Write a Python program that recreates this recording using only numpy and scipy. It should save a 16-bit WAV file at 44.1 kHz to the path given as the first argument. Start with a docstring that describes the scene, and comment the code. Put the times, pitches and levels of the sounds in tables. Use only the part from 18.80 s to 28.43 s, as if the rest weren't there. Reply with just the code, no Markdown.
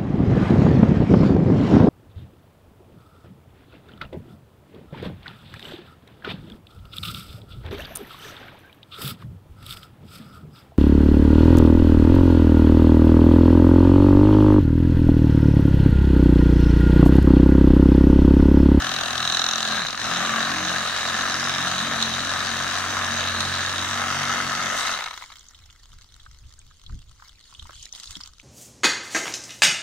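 """First you hear a battery reciprocating saw, close by outdoors, cutting through a plastic pipe. Its crank knocks
at both ends of each stroke, the blade slaps in the cut and its teeth rasp; noise and blows ring the tool and pipe.
It slows once, speeds up, breaks through and runs down. Then water dribbles on the soil as dense tiny contacts,
and the cut-off piece is picked up with short ringing taps and noisy scrapes. Puffs of low-pitched noise are
the air that buffets the microphone."""
import sys
import numpy as np
from scipy import signal
from scipy.fft import rfft, irfft, next_fast_len
from scipy.io import wavfile
from scipy.ndimage import uniform_filter1d, map_coordinates

SR = 44100
rng = np.random.default_rng(int(sys.argv[2]) if len(sys.argv) > 2 else 0)


def generate_wav(signal):
    """Clip the signal to [-1, 1] and save it as 16-bit WAV at the path in sys.argv[1]."""
    frames = np.transpose(np.atleast_2d(signal))
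    scaled = np.clip(frames, -1, 1) * 32767
    pcm = np.round(scaled).astype(np.int16)
    wavfile.write(sys.argv[1], SR, pcm)


N = 424683
T = np.arange(N) / SR  # time of each sample in seconds
SIZE = 2 * next_fast_len(N // 2 + 8192)  # padded length for filtering
FREQS = np.fft.rfftfreq(SIZE, 1 / SR)


def amp(db):
    """Turn decibels into a gain."""
    return np.exp(np.asarray(db) * (np.log(10) / 20))


def unit(x):
    """Scale to rms 1; a stereo pair by its middle."""
    return x / np.sqrt(np.mean(np.atleast_2d(x).mean(0) ** 2) + 1e-20)


def curve(rows):
    """Draw straight lines between (time, value) rows, one value per sample."""
    s, values = np.transpose(rows)
    return np.interp(T, s, values)


def along(points, hz):
    """Join (frequency, value) points on a log frequency axis."""
    f, values = np.transpose(points)
    return np.interp(np.log(hz + 1), np.log(f + 1), values)


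def ramp(start_s, length_s):
    """Rise from 0 to 1."""
    return np.clip((T - start_s) / length_s, 0, 1)


def decay(start_s, life_s):
    """Stay at 1, then die away."""
    return np.exp(-np.maximum(T - start_s, 0) / life_s)


def swell(s, length_s):
    """A bell that peaks at 1 at the given time."""
    return np.exp(-np.minimum((2 * (T - s) / length_s) ** 2, 50))


def wobble(rate):
    """A smooth random curve with about `rate` random points a second."""
    places = np.arange(0, N, 64) * rate / SR
    knots = map_coordinates(rng.standard_normal(4096), [places], mode="wrap")
    return np.interp(np.arange(N), np.linspace(0, N, len(knots)), knots)


def noise():
    """Two unrelated white noises."""
    return rng.standard_normal((2, N))


def spikes(times, sizes):
    """Single-sample blows at the given times."""
    places = np.clip(np.round(times * SR).astype(int), 0, N - 1)
    return np.bincount(places, sizes, N)


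def filtered(x, response):
    """Pass x through a frequency response."""
    return irfft(rfft(x, SIZE) * response, SIZE)[..., :N]


def colour(points):
    """Causal (minimum-phase) response with the given (Hz, dB) outline."""
    cepstrum = irfft(np.log(amp(along(points, FREQS))))
    # fold the backward half onto the forward half, so nothing sounds before the blow
    cepstrum[1:SIZE // 2] *= 2
    cepstrum[SIZE // 2 + 1:] = 0
    return np.exp(rfft(cepstrum))


def resonances(modes):
    """Causal response of ringing (Hz, width Hz, dB) modes, with alternating signs."""
    total = 0
    for k, (hz, width, db) in enumerate(modes):
        damping = 1j * FREQS * width
        total = total + (-1) ** k * amp(db) * damping / (hz * hz - FREQS ** 2 + damping)
    return total


# how alike left and right sound: f/Hz, likeness (0 to 1)
LIKENESS = [(60, 0.964), (140, 0.736), (300, 0.355), (600, 0.08), (1200, 1), (2000, 0.636), (4000, 0.388),
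            (8000, 0.038)]
# how far the sound leans to the left: f/Hz, left minus right level/dB
LEFT_LEAN = [(120, 3), (280, -2), (650, 4.5), (1300, 2.5), (2500, -0.5), (5000, 1.07), (9000, 0.06)]
TURN = np.arccos(np.clip(along(LIKENESS, FREQS), 0, 1)) / 2
MID_SIDE = np.array([np.cos(TURN), np.sin(TURN)])  # shares of direct and scattered sound
LEAN_DB = along(LEFT_LEAN, FREQS)


def stereo(pair, response, lean=1, lag_ms=0.0451):
    """Send direct and scattered sound through one response to both sides, rms 1; the left hears it first."""
    mid, side = rfft(pair, SIZE) * response * MID_SIDE
    tilt = amp(lean * LEAN_DB / 2) * np.exp(1j * np.pi * FREQS * lag_ms / 10 ** 3)
    return unit(irfft([(mid + side) * tilt, (mid - side) / tilt], SIZE)[:, :N])


def rattle(blows, ring_ms, clean):
    """Each blow is a sharp contact and a dying burst of tiny ones; only the burst is scattered."""
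    keep = np.exp(-10 ** 3 / (ring_ms * SR))
    burst_level = np.sqrt(signal.lfilter([1 - keep], [1, -keep], blows ** 2))
    burst = burst_level * noise()
    clean = np.clip(clean, 0, 1)
    return np.array([np.sqrt(clean) * blows + np.sqrt(1 - clean) * burst[0], burst[1]])


def blend(hits, rubbing, share):
    """Mix blows and rubbing by their share of the power."""
    share = np.clip(share, 0, 1)
    return np.sqrt(share) * hits / hits.std() + np.sqrt(1 - share) * rubbing / rubbing.std()


def patchy(pair, depth_db, band_size, time_size):
    """Shifting contact favours now these, now those frequencies."""
    z = signal.stft(pair, nperseg=256)[2]
    field = uniform_filter1d(rng.standard_normal(z.shape[1:]), band_size, 0)
    field = uniform_filter1d(field, time_size, 1)
    return signal.istft(z * amp(depth_db * field / field.std()), nperseg=256)[1][:, :N]


def pings(rows, cycles, spread, click):
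    """Each (s, dB, Hz) contact is a brief click that rings a few close, quickly dying modes."""
    out = np.zeros((2, N + SR))
    t = np.arange(SR // 25) / SR
    for s, db, centre in rows:
        detune = np.linspace(-1, 1, 5) + .2 * rng.standard_normal(5)
        hz = centre * np.exp(spread * detune)[:, None]
        modes = np.exp(2j * np.pi * hz * t - t * centre / cycles) * (1 - np.exp(-t * centre))
        burst = rng.standard_normal((2, len(t))) * np.exp(-t * centre / 3)
        band = [centre / 2, min(2.46 * centre, SR / 5.5)]
        contact = signal.sosfilt(signal.butter(4, band, "band", fs=SR, output="sos"), burst)
        mid = modes.imag.mean(0) + click * contact[0]
        side = rng.normal(0, 0.92, len(hz)) @ modes.real / len(hz) + click * contact[1]
        ping = np.array([mid + side, mid - side]) / np.abs(mid).max()
        out[:, round(s * SR):][:, :len(t)] += amp(db) * ping
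    return out[:, :N]


# puffs of air on the microphone: t/s (at the peak), level/dB
AIR_PUFFS = [(6.8, -55), (7.16, -48.5), (7.36, -52.5), (7.51, -53.5), (7.659, -48.5), (7.84, -48.5),
             (8.14, -36.5), (8.29, -47.5), (8.83, -46), (8.98, -52), (9.32, -52), (9.46, -57.5)]
# outline of the low buffeting noise: f/Hz, relative level/dB (per Hz)
BUFFET_COLOUR = [(15, 0.5), (35, 3), (75, -2), (120, -10), (220, -45.5), (1000, -100)]
# outline of the flutter in the puffs: f/Hz, relative level/dB (per Hz)
FLUTTER_COLOUR = [(70, -3.5), (130, 4), (200, -5.5), (320, -17), (700, -45.5), (4000, -81.5)]
# outline of the still outdoor air: f/Hz, relative level/dB
STILL_AIR = [(30, -6.5), (150, -12), (1000, -25), (4000, -25.5), (15000, -36.5)]
PUFF_S, BREEZE_DB, AIR_DB = 0.1238, -58.5, -66.5  # puff length; light air between puffs; still air
FLUTTER_DB, FLUTTER_GROWS = -69.5, 1.96  # flutter in an average puff; dB per dB of strength


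def wind():
    """Light air buffets the microphone in puffs; the stronger ones flutter, over quiet still air."""
    strength = amp(BREEZE_DB) + sum(amp(db) * swell(s, PUFF_S) for s, db in AIR_PUFFS)
    gust = strength / amp(np.mean(AIR_PUFFS, axis=0)[1])
    lumps_db = 2.04 * wobble(22)
    buffet = strength * amp(lumps_db) * stereo(noise(), colour(BUFFET_COLOUR), lean=0)
    flutter_gain = amp(FLUTTER_DB + lumps_db) * gust ** FLUTTER_GROWS
    flutter = flutter_gain * stereo(noise(), colour(FLUTTER_COLOUR), lean=0)
    still = amp(AIR_DB) * stereo(noise(), colour(STILL_AIR), lean=0)
    return buffet + flutter + still


# glove and pipe dragged through grit: t/s, length/s, grit level/dB, hollow pipe level/dB
GRIT_SCRAPES = [(8.38, 0.102, -61, -59), (8.639, 0.195, -54, -64.5), (8.844, 0.082, -54, -57),
                (8.922, 0.1384, -47.5, -85), (9.129, 0.191, -45.5, -57.5), (9.293, 0.0736, -46.5, -54),
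                (9.388, 0.086, -51.5, -58.5)]
SCRAPE_ATTACK_S, SCRAPE_RELEASE_S = 0.0139, 0.0268
# water leaves the cut with a spurt that dies to a dribble: start, rise, extra level, fade time
WATER_S, WATER_RISE_S, SPURT_DB, SPURT_S = 6.3, 0.0877, 14.5, 0.187
# steady dribble on the soil; hollow sound of the emptying pipe at the start, and its fading
PATTER_DB, GURGLE_DB, GURGLE_FADE_DB_PER_S = -61, -62.5, 4


def contact_levels():
    """Gains of the gritty and the hollow sound: a spurt, a dribble, and each scrape on top."""
    water = ramp(WATER_S, WATER_RISE_S) * amp(SPURT_DB * decay(WATER_S + WATER_RISE_S, SPURT_S))
    emptying_db = GURGLE_FADE_DB_PER_S * (T - WATER_S)
    grit, hollow = water * amp(PATTER_DB), water * amp(GURGLE_DB - emptying_db)
    for s, length, grit_db, hollow_db in GRIT_SCRAPES:
        stroke = ramp(s, SCRAPE_ATTACK_S) * decay(s + length, SCRAPE_RELEASE_S)
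        grit = np.hypot(grit, amp(grit_db) * stroke)
        hollow = np.hypot(hollow, amp(hollow_db) * stroke)
    return grit, hollow


# outline of the gritty sound: f/Hz, relative level/dB (per Hz)
GRIT_COLOUR = [(1500, -19.5), (2650, -9), (3050, 0), (4200, -1), (5200, -4), (6700, -2.5), (8000, -8.5),
               (10500, -17), (15500, -32.5)]
# outline of the hollow pipe sound: f/Hz, relative level/dB (per Hz)
HOLLOW_COLOUR = [(200, -19), (520, -21.5), (950, -4.5), (1320, 1.5), (1800, -5.5), (2200, 1.5), (2600, -18)]
DROP_DB, DROP_RANGE_DB = -54.5, 2.5  # the faintest drops, and how far the biggest rise above them


def dribble_and_scrape():
    """Dense tiny contacts: water pattering on soil, then glove and pipe dragged through grit."""
    grit_gain, hollow_gain = contact_levels()
    chance = rng.random((int(260 * N / SR), 2))  # 260 grains a second
    grains = spikes(chance[:, 0] * N / SR, amp(22.4 * chance[:, 1] ** 3))
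    contacts = blend(rattle(grains, ring_ms=1.0, clean=0.44), noise(), 0.652)
    contacts = patchy(contacts, depth_db=3.5, band_size=4, time_size=6)
    grit = grit_gain * stereo(contacts, colour(GRIT_COLOUR), lean=-.2)
    hollow = hollow_gain * stereo(contacts, colour(HOLLOW_COLOUR), lean=0)
    # 110 small drops, each with a pitch of its own
    when, size, pitch = rng.random((110, 3)).T
    drop_s = np.interp(when, [0, 1], [6.5, 9.5])
    drop_db = DROP_DB + DROP_RANGE_DB * size ** 3
    drop_hz = 1200 * 6 ** np.sqrt(pitch)
    drops = np.column_stack([drop_s, drop_db, drop_hz])
    return grit + hollow + pings(drops, cycles=19.2, spread=0.053, click=0.11)


# ticks of grit, drops and plastic: t/s, peak level/dB, centre f/Hz
SHARP_TICKS = [(6.561, -38, 3570), (6.594, -35.5, 6800), (6.686, -33.5, 6430), (6.747, -38, 3480),
               (6.838, -44, 3620), (6.901, -37.5, 3190), (7.119, -44, 3396), (7.289, -45, 3770),
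               (7.400, -42, 3610), (7.791, -37.5, 7180), (8.064, -34, 3710), (8.482, -36, 5310),
               (8.640, -41, 4170), (8.749, -33, 3240), (8.795, -28, 3450), (9.027, -29, 6160),
               (9.126, -25, 6130), (9.274, -30.5, 3720), (9.354, -25.5, 3540), (9.410, -26, 4785),
               (9.436, -26, 5060)]
# hollow taps on the loose piece, and a last plastic click: t/s, peak level/dB, centre f/Hz
TAPS_AND_CLICK = [(7.463, -36.5, 1400), (7.911, -42.5, 1415), (8.096, -39, 1240), (8.399, -42.5, 1310),
                  (8.423, -36, 1207), (8.726, -42, 1172), (8.823, -41, 1210), (8.855, -40.5, 1063),
                  (8.894, -32, 1274), (8.907, -40.5, 1483), (8.931, -41.5, 1420), (9.065, -37.5, 2130),
                  (9.405, -36.5, 1250), (9.5985, -31, 2690)]
# the piece bumps dully on the ground: t/s, peak level/dB, centre f/Hz
DULL_BUMPS = [(8.894, -45, 500), (9.366, -40, 229)]


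def ticks():
    """Sharp ticks ring for many cycles, taps for fewer, dull bumps for very few."""
    sharp = pings(SHARP_TICKS, cycles=16.9, spread=0.091, click=0.263)
    taps = pings(TAPS_AND_CLICK, cycles=5.3, spread=0.126, click=0.28)
    bumps = pings(DULL_BUMPS, cycles=2.9, spread=0.24, click=.05)
    return sharp + taps + bumps


def scaled_to_loudest(sound, db):
    """Set the peak of the middle to the level of the loudest blow."""
    return sound / np.abs(sound.mean(0)).max() * amp(db.max())


# the slack crank clacks as the saw runs down, and the blade bumps the pipe: t/s, peak level/dB
RUNDOWN_KNOCKS = [(6.175, -19.5), (6.194, -22), (6.208, -18), (6.225, -20.5), (6.242, -21.5), (6.264, -21),
                  (6.284, -24.5), (6.311, -24), (6.339, -27), (6.376, -30.5), (6.423, -25), (6.439, -30),
                  (6.502, -34), (6.519, -33.5)]
# the tones these knocks ring: f/Hz, width/Hz, relative level/dB
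RUNDOWN_MODES = [(956, 210, -3.5), (1362, 202, -3), (1604, 510, -10.5), (2173, 210, -4), (3630, 810, -14.5)]


def knocks():
    """Short, hollow knocks of the slowing saw and of its blade against the pipe."""
    s, db = np.transpose(RUNDOWN_KNOCKS)
    blows = rattle(spikes(s, amp(db)), ring_ms=2.5, clean=.75)
    return scaled_to_loudest(stereo(blows, resonances(RUNDOWN_MODES), lean=1.0), db)


# outline of the tearing hiss: f/Hz, relative level/dB (per Hz)
TEAR_COLOUR = [(1000, -44), (3800, 0), (5500, -6.5), (8000, 2.5), (10500, -9.5), (15500, -17.5)]
TEAR_S, TEAR_RISE_S, TEAR_FALL_S, TEAR_DB = 5.9, 0.1, 0.081, -37.5  # the last of the pipe wall tears


def tear():
    """A soft, bright hiss swells as the blade breaks through the pipe wall."""
    level = amp(TEAR_DB) * ramp(TEAR_S, TEAR_RISE_S) * decay(TEAR_S + TEAR_RISE_S, TEAR_FALL_S)
    return level * stereo(noise() * amp(2.6 * wobble(300)), colour(TEAR_COLOUR))


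# the blade snags in the cut: t/s, peak level/dB
BLADE_SNAGS = [(1.216, -30), (1.244, -21), (2.568, -22), (3.226, -11.5), (4.605, -12), (6.0685, -18)]


def snags():
    """Now and then a tooth catches and the blade cracks against the cut."""
    s, db = np.transpose(BLADE_SNAGS)
    blows = rattle(spikes(s, amp(db)), ring_ms=1.3, clean=0.76)
    return scaled_to_loudest(stereo(blows, colour(BLADE_COLOUR) + resonances(BLADE_TONES)), db)


EASE_S, SQUEEZE_S, RELEASE_S = 0.9824, 1.19, 6.12  # the trigger is eased, squeezed again, let go
EASED_SHARE, SPIN_UP_S, COAST_S = .49, .03, .25  # speed share when eased; time constants
DRAG = .17  # dry friction as a share of full speed


def coast(start_s):
    """Friction slows the motor to a dead stop."""
    return np.maximum((1 + DRAG) * decay(start_s, COAST_S) - DRAG, 0)


def motor():
    """Share of full speed: the motor coasts when the trigger is eased or let go, and picks up fast."""
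    first = np.maximum(coast(EASE_S), EASED_SHARE)
    second = 1 - (1 - EASED_SHARE) * decay(SQUEEZE_S, SPIN_UP_S)
    return np.where(T < SQUEEZE_S, first, second) * coast(RELEASE_S)


# tones of the gear case: f/Hz, width/Hz, relative level/dB
GEAR_CASE = [(381.5, 44.6, -8.5), (577.5, 45.6, -2.5), (692.3, 47.5, 0), (759.7, 38.2, 3)]
GEAR_DB, GEAR_FADE_DB_PER_S = -40.5, 1.423  # level at the start; the hum sinks as the cut deepens


def gears(phase, pace):
    """The load on the gears peaks once a stroke and keeps the case humming on multiples of its rate."""
    times = np.interp(np.arange(1, int(phase[-1]) + 1), phase, T)
    loads = np.array([spikes(times, np.ones(len(times))), np.zeros(N)])
    level = amp(GEAR_DB - GEAR_FADE_DB_PER_S * T + 0.72 * wobble(6)) * pace ** 2
    return level * stereo(loads, resonances(GEAR_CASE))


FREEING_S, FREE_SHAKE_DB = 0.323, -10  # out of the cut, the judder sinks by this much over this time
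# level of the shaking: t/s, level/dB
SHAKE_LEVEL = [(0, -45.5), (.7, -50.5), (1.25, -43.5), (1.45, -43), (1.85, -45.5), (2.15, -52.5),
               (2.3, -44.5), (5.35, -47.5), (5.85, -45.5), (6.05, -56)]
# tones of the shaking: multiple of the stroke rate, level/dB (against the shaking)
SHAKE_ORDERS = [(1, -19), (3, -5), (4, -6.5), (5, 0), (6, -6), (7, -8.5), (8, -15.5)]
# as the grip shifts, one tone swells: t/s (at the peak), multiple of the stroke rate, level/dB
GRIP_SWELLS = [(.4, 3, -46), (.92, 5, -40.5), (1.58, 5, -38), (1.8, 7, -41), (1.88, 4, -40.5),
               (2.68, 3, -44), (2.97, 4, -43), (4.7, 3, -45), (5.26, 5, -41.5), (5.42, 3, -40.5)]
SWELL_S = 0.295
# thump at twice the stroke rate: t/s, level/dB
THUMP_LEVEL = [(0, -63.5), (.35, -45.5), (.55, -55.5), (1.62, -60.5), (1.8, -44), (2.1, -50.5), (4.7, -39),
               (5.25, -43), (5.8, -49.5), (6, -56.5)]
# outline of the noisy judder: f/Hz, relative level/dB (per Hz)
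JUDDER_COLOUR = [(20, -33), (60, -11), (110, -8.5), (230, -1), (320, -8), (450, -24.5), (900, -54)]


def stroke_tone(phase, multiple, waver):
    """A wavering tone of rms 1 at a multiple of the stroke rate."""
    turns = multiple * phase + rng.random()
    return np.sqrt(2) * np.sin(2 * np.pi * turns + waver * wobble(11))


def shaking(phase, pace):
    """The moving mass shakes tool and pipe at multiples of the stroke rate; tones swell with the grip."""
    shake_db = curve(SHAKE_LEVEL)
    hum = 0
    for k, db in SHAKE_ORDERS:
        swelling = sum(amp(peak_db) * swell(s, SWELL_S) for s, multiple, peak_db in GRIP_SWELLS
                       if round(multiple) == round(k))
        level = np.hypot(amp(shake_db + db + 3.82 * wobble(9)), swelling)
        hum = hum + level * stroke_tone(phase, k, 0.755)
    thump = amp(curve(THUMP_LEVEL) + 0.99 * wobble(8)) * stroke_tone(phase, 2, 0.21)
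    judder_gain = amp(shake_db + FREE_SHAKE_DB * ramp(RELEASE_S, FREEING_S))
    judder = judder_gain * stereo(noise(), colour(JUDDER_COLOUR))
    # the shaking force grows with the square of the speed
    return pace ** 2 * (hum + thump) + np.sqrt(pace) * judder


def reversals(phase, back, place, jitter_ms, scatter_db, bounce, bounce_ms):
    """A blow at each end of the stroke, each followed by a bounce in the play of the joints."""
    cycles = np.arange(1, int(phase[-1]) + 1)
    out = np.interp(cycles, phase, T)
    home = np.interp(cycles + np.interp(out, T, place), phase, T)
    weak = np.interp(out, T, back)
    times = np.concatenate([out, home])
    chance = rng.standard_normal((len(times), 4))
    # a blade that bites evenly both ways also rattles more freely
    freedom = np.tile(weak, 2)
    times = times + freedom * jitter_ms * chance[:, 0] / 10 ** 3
    sizes = np.concatenate([np.ones(len(out)), weak]) / np.hypot(1, freedom)
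    sizes = sizes * amp(scatter_db * freedom * np.minimum(chance[:, 1], 1))
    later = times + bounce_ms / 10 ** 3 * np.exp(.3 * freedom * chance[:, 2])
    return spikes(times, sizes) - spikes(later, bounce * sizes * amp(2.1 * chance[:, 3]))


# teeth that cross the wall each way; spread of their bites; their share of the rasp
TEETH_PER_PASS, TOOTH_SCATTER_DB, TOOTH_SHARE = 13, 3.5, 0.397


def rasp(phase):
    """Tooth after tooth bites the wall, fastest in mid-stroke, over the hiss of the rubbing blade."""
    speed = np.abs(np.sin(2 * np.pi * phase))
    passed = np.cumsum(np.pi * TEETH_PER_PASS * speed * np.gradient(phase))
    times = np.flatnonzero(np.diff(np.floor(passed))) / SR
    chance = rng.standard_normal((len(times), 3))
    sizes = np.sign(chance[:, 1]) * amp(TOOTH_SCATTER_DB * np.clip(chance[:, 2], -2, 1.5))
    bites = spikes(times + .0003 * chance[:, 0], sizes)
    rubbing = noise() * amp(0.27 * wobble(400))
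    return blend(rattle(bites, ring_ms=0.323, clean=0.944), rubbing, TOOTH_SHARE)


def bend(pair, edge_hz, spread_ms):
    """A blow on plastic lacks top treble and runs along the blade as a bending wave, high notes first."""
    lag = spread_ms / 10 ** 3 * (2 * np.sqrt(FREQS * edge_hz) - FREQS)
    return filtered(pair, np.exp(-2j * np.pi * lag) / np.sqrt(1 + (FREQS / edge_hz) ** 6))


def sliding(drive, rows, width_hz):
    """Each (s, length, start Hz, end Hz, dB) row is a sliding resonance that swells as it is driven."""
    out = np.zeros((2, N))
    keep = np.exp(-np.pi * width_hz / SR)
    for s, length, start_hz, end_hz, db in rows:
        n = np.arange(max(int((s - length) * SR), 0), int((s + length) * SR))
        hz = np.interp(n / SR, [s - length / 2, s + length / 2], [start_hz, end_hz])
        turn = np.exp(2j * np.pi * np.cumsum(hz) / SR)
        # shift the sliding pitch down to zero, keep what is near it, shift back up
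        ring = (signal.lfilter([1], np.poly([keep, keep]), drive[:, n] / turn) * turn).real
        out[:, n] += amp(db) * swell(s, length)[n] * ring / ring.std()
    return out[0].std() * stereo(out, 1)


# outline of the housing: f/Hz, relative level/dB (per Hz)
HOUSING_COLOUR = [(250, -27), (420, -9.5), (560, -6), (750, -1.96), (870, -6.5), (1050, -0.5), (1280, 3),
                  (1480, 1.5), (1720, 4.5), (2000, -4), (2350, -6.5), (2900, -5.5), (3400, -13.5),
                  (5000, -32.5)]
# tones of the nearly severed pipe: f/Hz, width/Hz, relative level/dB
PIPE_TONES = [(1250, 38, 18.5), (1591, 228, 10.5), (2130, 200, 11.5)]
HOUSING_DB, HOUSING_POWER = -30.5, 0.375  # level at full speed, before the feed; power of the speed
# the nearly severed pipe starts to ring: its level against the housing before and after
LOOSE_S, LOOSENING_S, HELD_DB, LOOSE_DB = 4.723, 0.72, -29.5, -7.5


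def housing_and_pipe(body, feed_db, pace):
    """Crank knocks and rasp ring the housing, and a moment later the pipe."""
    loose = amp(HELD_DB + (LOOSE_DB - HELD_DB) * ramp(LOOSE_S, LOOSENING_S))
    delayed = np.roll(body, int(SR / 1500), axis=1)
    pipe = loose * stereo(delayed, resonances(PIPE_TONES))
    both = stereo(body, colour(HOUSING_COLOUR), lean=1.253) + pipe
    return both / np.hypot(1, loose) * amp(HOUSING_DB + feed_db) * pace ** HOUSING_POWER


# outline of the blade's hiss: f/Hz, relative level/dB (per Hz)
BLADE_COLOUR = [(2000, -23.5), (2900, -1), (4300, 3), (4900, 0.5), (5500, 0.5), (6300, 5), (6900, -1),
                (7500, -5), (9500, -8), (10500, -16), (15500, -27.5)]
# tones of the blade: f/Hz, width/Hz, relative level/dB
BLADE_TONES = [(3831.2, 191.4, 15), (4170, 186, 14.5)]
# level of the blade's ring: t/s, level/dB (at full speed)
RING_LEVEL = [(0, -36.5), (.55, -33), (1.27, -33.5), (1.57, -37.5), (1.9, -34.5), (2.57, -38.5),
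              (3.1, -34.5), (4.25, -41), (4.58, -33), (5, -38.5), (5.8, -51), (6.05, -37.5)]
HISS_DB, HISS_PER_FEED = -36, 0.081  # level at full speed, before the feed; dB of hiss per dB of feed
RING_POWER, HISS_POWER = 0.3, 0.476  # each level goes with this power of the speed


def ringing_blade(steel, feed_db, pace):
    """Slaps and rasp ring the blade's tones and make it hiss."""
    ring = amp(curve(RING_LEVEL)) * pace ** RING_POWER * stereo(steel, resonances(BLADE_TONES))
    hiss_gain = amp(HISS_DB + HISS_PER_FEED * feed_db) * pace ** HISS_POWER
    return ring + hiss_gain * stereo(steel, colour(BLADE_COLOUR))


# how hard the blade is fed into the pipe: t/s, level/dB
FEED_LEVEL = [(0, 1), (1.05, -.5), (1.35, 1.5), (1.57, 3), (1.8, 0.9), (2.8, 1), (3.35, -0.5), (4.15, .5),
              (4.9, -0.5), (5.5, 2.5), (5.9, 1), (6.05, 1.2)]
# bursts in which the blade chatters in the cut: t/s (at the peak), length/s, rise/dB
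CHATTER_BURSTS = [(0.545, 0.252, 2.5)]
# colour of the housing before the saw settles: f/Hz, level/dB
UNSEATED_COLOUR = [(250, -1.5), (450, -4.5), (1700, 0.5), (2300, -3.5), (2800, 2)]
# as the blade twists, each slap rings it higher: t/s (at the peak), length/s, start f/Hz, end f/Hz, level/dB
BLADE_SQUEALS = [(0.694, 0.238, 5760, 5990, -33), (2.628, 0.31, 5070, 5380, -37)]
# pipe wall howling under a hard feed, sliding with the cut: t/s (at the peak), length/s, start f/Hz,
# end f/Hz, level/dB
PIPE_HOWLS = [(0.928, 0.25, 1585, 1645, -34), (1.512, 0.314, 1242, 1097, -31.5)]
SQUEAL_WIDTH_HZ, HOWL_WIDTH_HZ = 820, 95
SEAT_S, SEATING_S = .835, 0.031  # the saw settles against the pipe; the blade then bites both ways
# before and after settling: slap share of the blade, knock share of the housing, strength of the return blow
SLAP, KNOCK, RETURN_BLOW = (0.388, 0.258), (0.383, 0.6416), (.12, .9)
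# where in the cycle the return blows of crank and blade fall, and their drift
CRANK_RETURN, BLADE_RETURN, RETURN_WANDER = .36, .5, .015
FREE_BLADE_DB, FREE_HOUSING_DB = -10, -12  # out of the cut, the saw runs quieter
LIFT_S = 0.302  # the blade is lifted clear of the pipe


def saw(phase, pace):
    """Crank knocks ring the housing and pipe, slaps ring the blade, and the teeth rasp in between."""
    feed_db = curve(FEED_LEVEL)
    chatter = amp(sum(db * swell(s, length) for s, length, db in CHATTER_BURSTS))
    seated = ramp(SEAT_S, SEATING_S)
    slap, knock, back = (np.interp(seated, [0, 1], pair) for pair in (SLAP, KNOCK, RETURN_BLOW))
    # the rasp fades as the saw slows, and chatter adds mostly slaps
    slap = 1 - (1 - slap) * np.sqrt(pace) / chatter
    knock = 1 - (1 - knock) * np.sqrt(pace)
    drift = RETURN_WANDER * wobble(5)
    crank_blows = reversals(phase, back, CRANK_RETURN + drift, jitter_ms=0.2317, scatter_db=1.5,
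                            bounce=0.38, bounce_ms=2.8415)
    blade_blows = reversals(phase, back, BLADE_RETURN + drift, jitter_ms=.5, scatter_db=4.0,
                            bounce=0.187, bounce_ms=3.1)

    body = blend(rattle(crank_blows, ring_ms=2.98, clean=0.534), rasp(phase), knock)
    body = patchy(body, depth_db=1.0, band_size=3, time_size=30)
    body = seated * body + (1 - seated) * filtered(body, colour(UNSEATED_COLOUR))

    slaps = bend(rattle(blade_blows, ring_ms=1.605, clean=0.568), edge_hz=6400, spread_ms=2.2)
    steel = blend(slaps, rasp(phase), slap)
    steel = patchy(steel, depth_db=1.48, band_size=4, time_size=40)

    housing_gain = amp(FREE_HOUSING_DB * ramp(RELEASE_S, FREEING_S))
    blade_gain = amp(FREE_BLADE_DB * ramp(RELEASE_S, LIFT_S)) * chatter
    squeals = sliding(rattle(blade_blows, ring_ms=0.93, clean=0.18), BLADE_SQUEALS, SQUEAL_WIDTH_HZ)
    howls = sliding(body[::-1], PIPE_HOWLS, HOWL_WIDTH_HZ)  # direct and scattered parts swapped
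    housing = housing_gain * housing_and_pipe(body, feed_db, pace)
    return housing + blade_gain * ringing_blade(steel, feed_db, pace) + squeals + howls


# stroke rate with the trigger fully in: t/s, f/Hz (strokes a second)
FULL_SPEED = [(0, 42.27), (.2, 42.06), (.4, 41.27), (.65, 42.83), (1.1, 42.31), (1.5, 45.11), (2.3, 44.43),
              (2.6, 45.99), (3.3, 44.54), (4.15, 46.7), (4.6, 44.78), (5.2, 46.81)]
# the tool swings in the hand: t/s, left minus right level/dB
HAND_SWAY = [(0, 1), (.75, 0), (1.2, 0.5), (2.2, -0.42), (3.25, 0.32), (3.9, 0.5), (4.7, -1), (6.1, 0.5)]


def scene():
    """One crank drives the running sounds of the saw; wind, water and handling join them."""
    pace = motor()
    phase = np.cumsum(curve(FULL_SPEED) * pace) / SR + .12  # strokes made so far
    tool = saw(phase, pace) + shaking(phase, pace) + gears(phase, pace)
    sway_db = curve(HAND_SWAY)
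    tool = tool * amp(np.array([sway_db, -sway_db]) / 2)
    return wind() + dribble_and_scrape() + ticks() + knocks() + tear() + snags() + tool


def record(dry):
    """Keep nothing above the microphone's band limit of 15750 Hz."""
    return filtered(dry, FREQS < 15750)


dry = scene()
out = record(dry)
generate_wav(out)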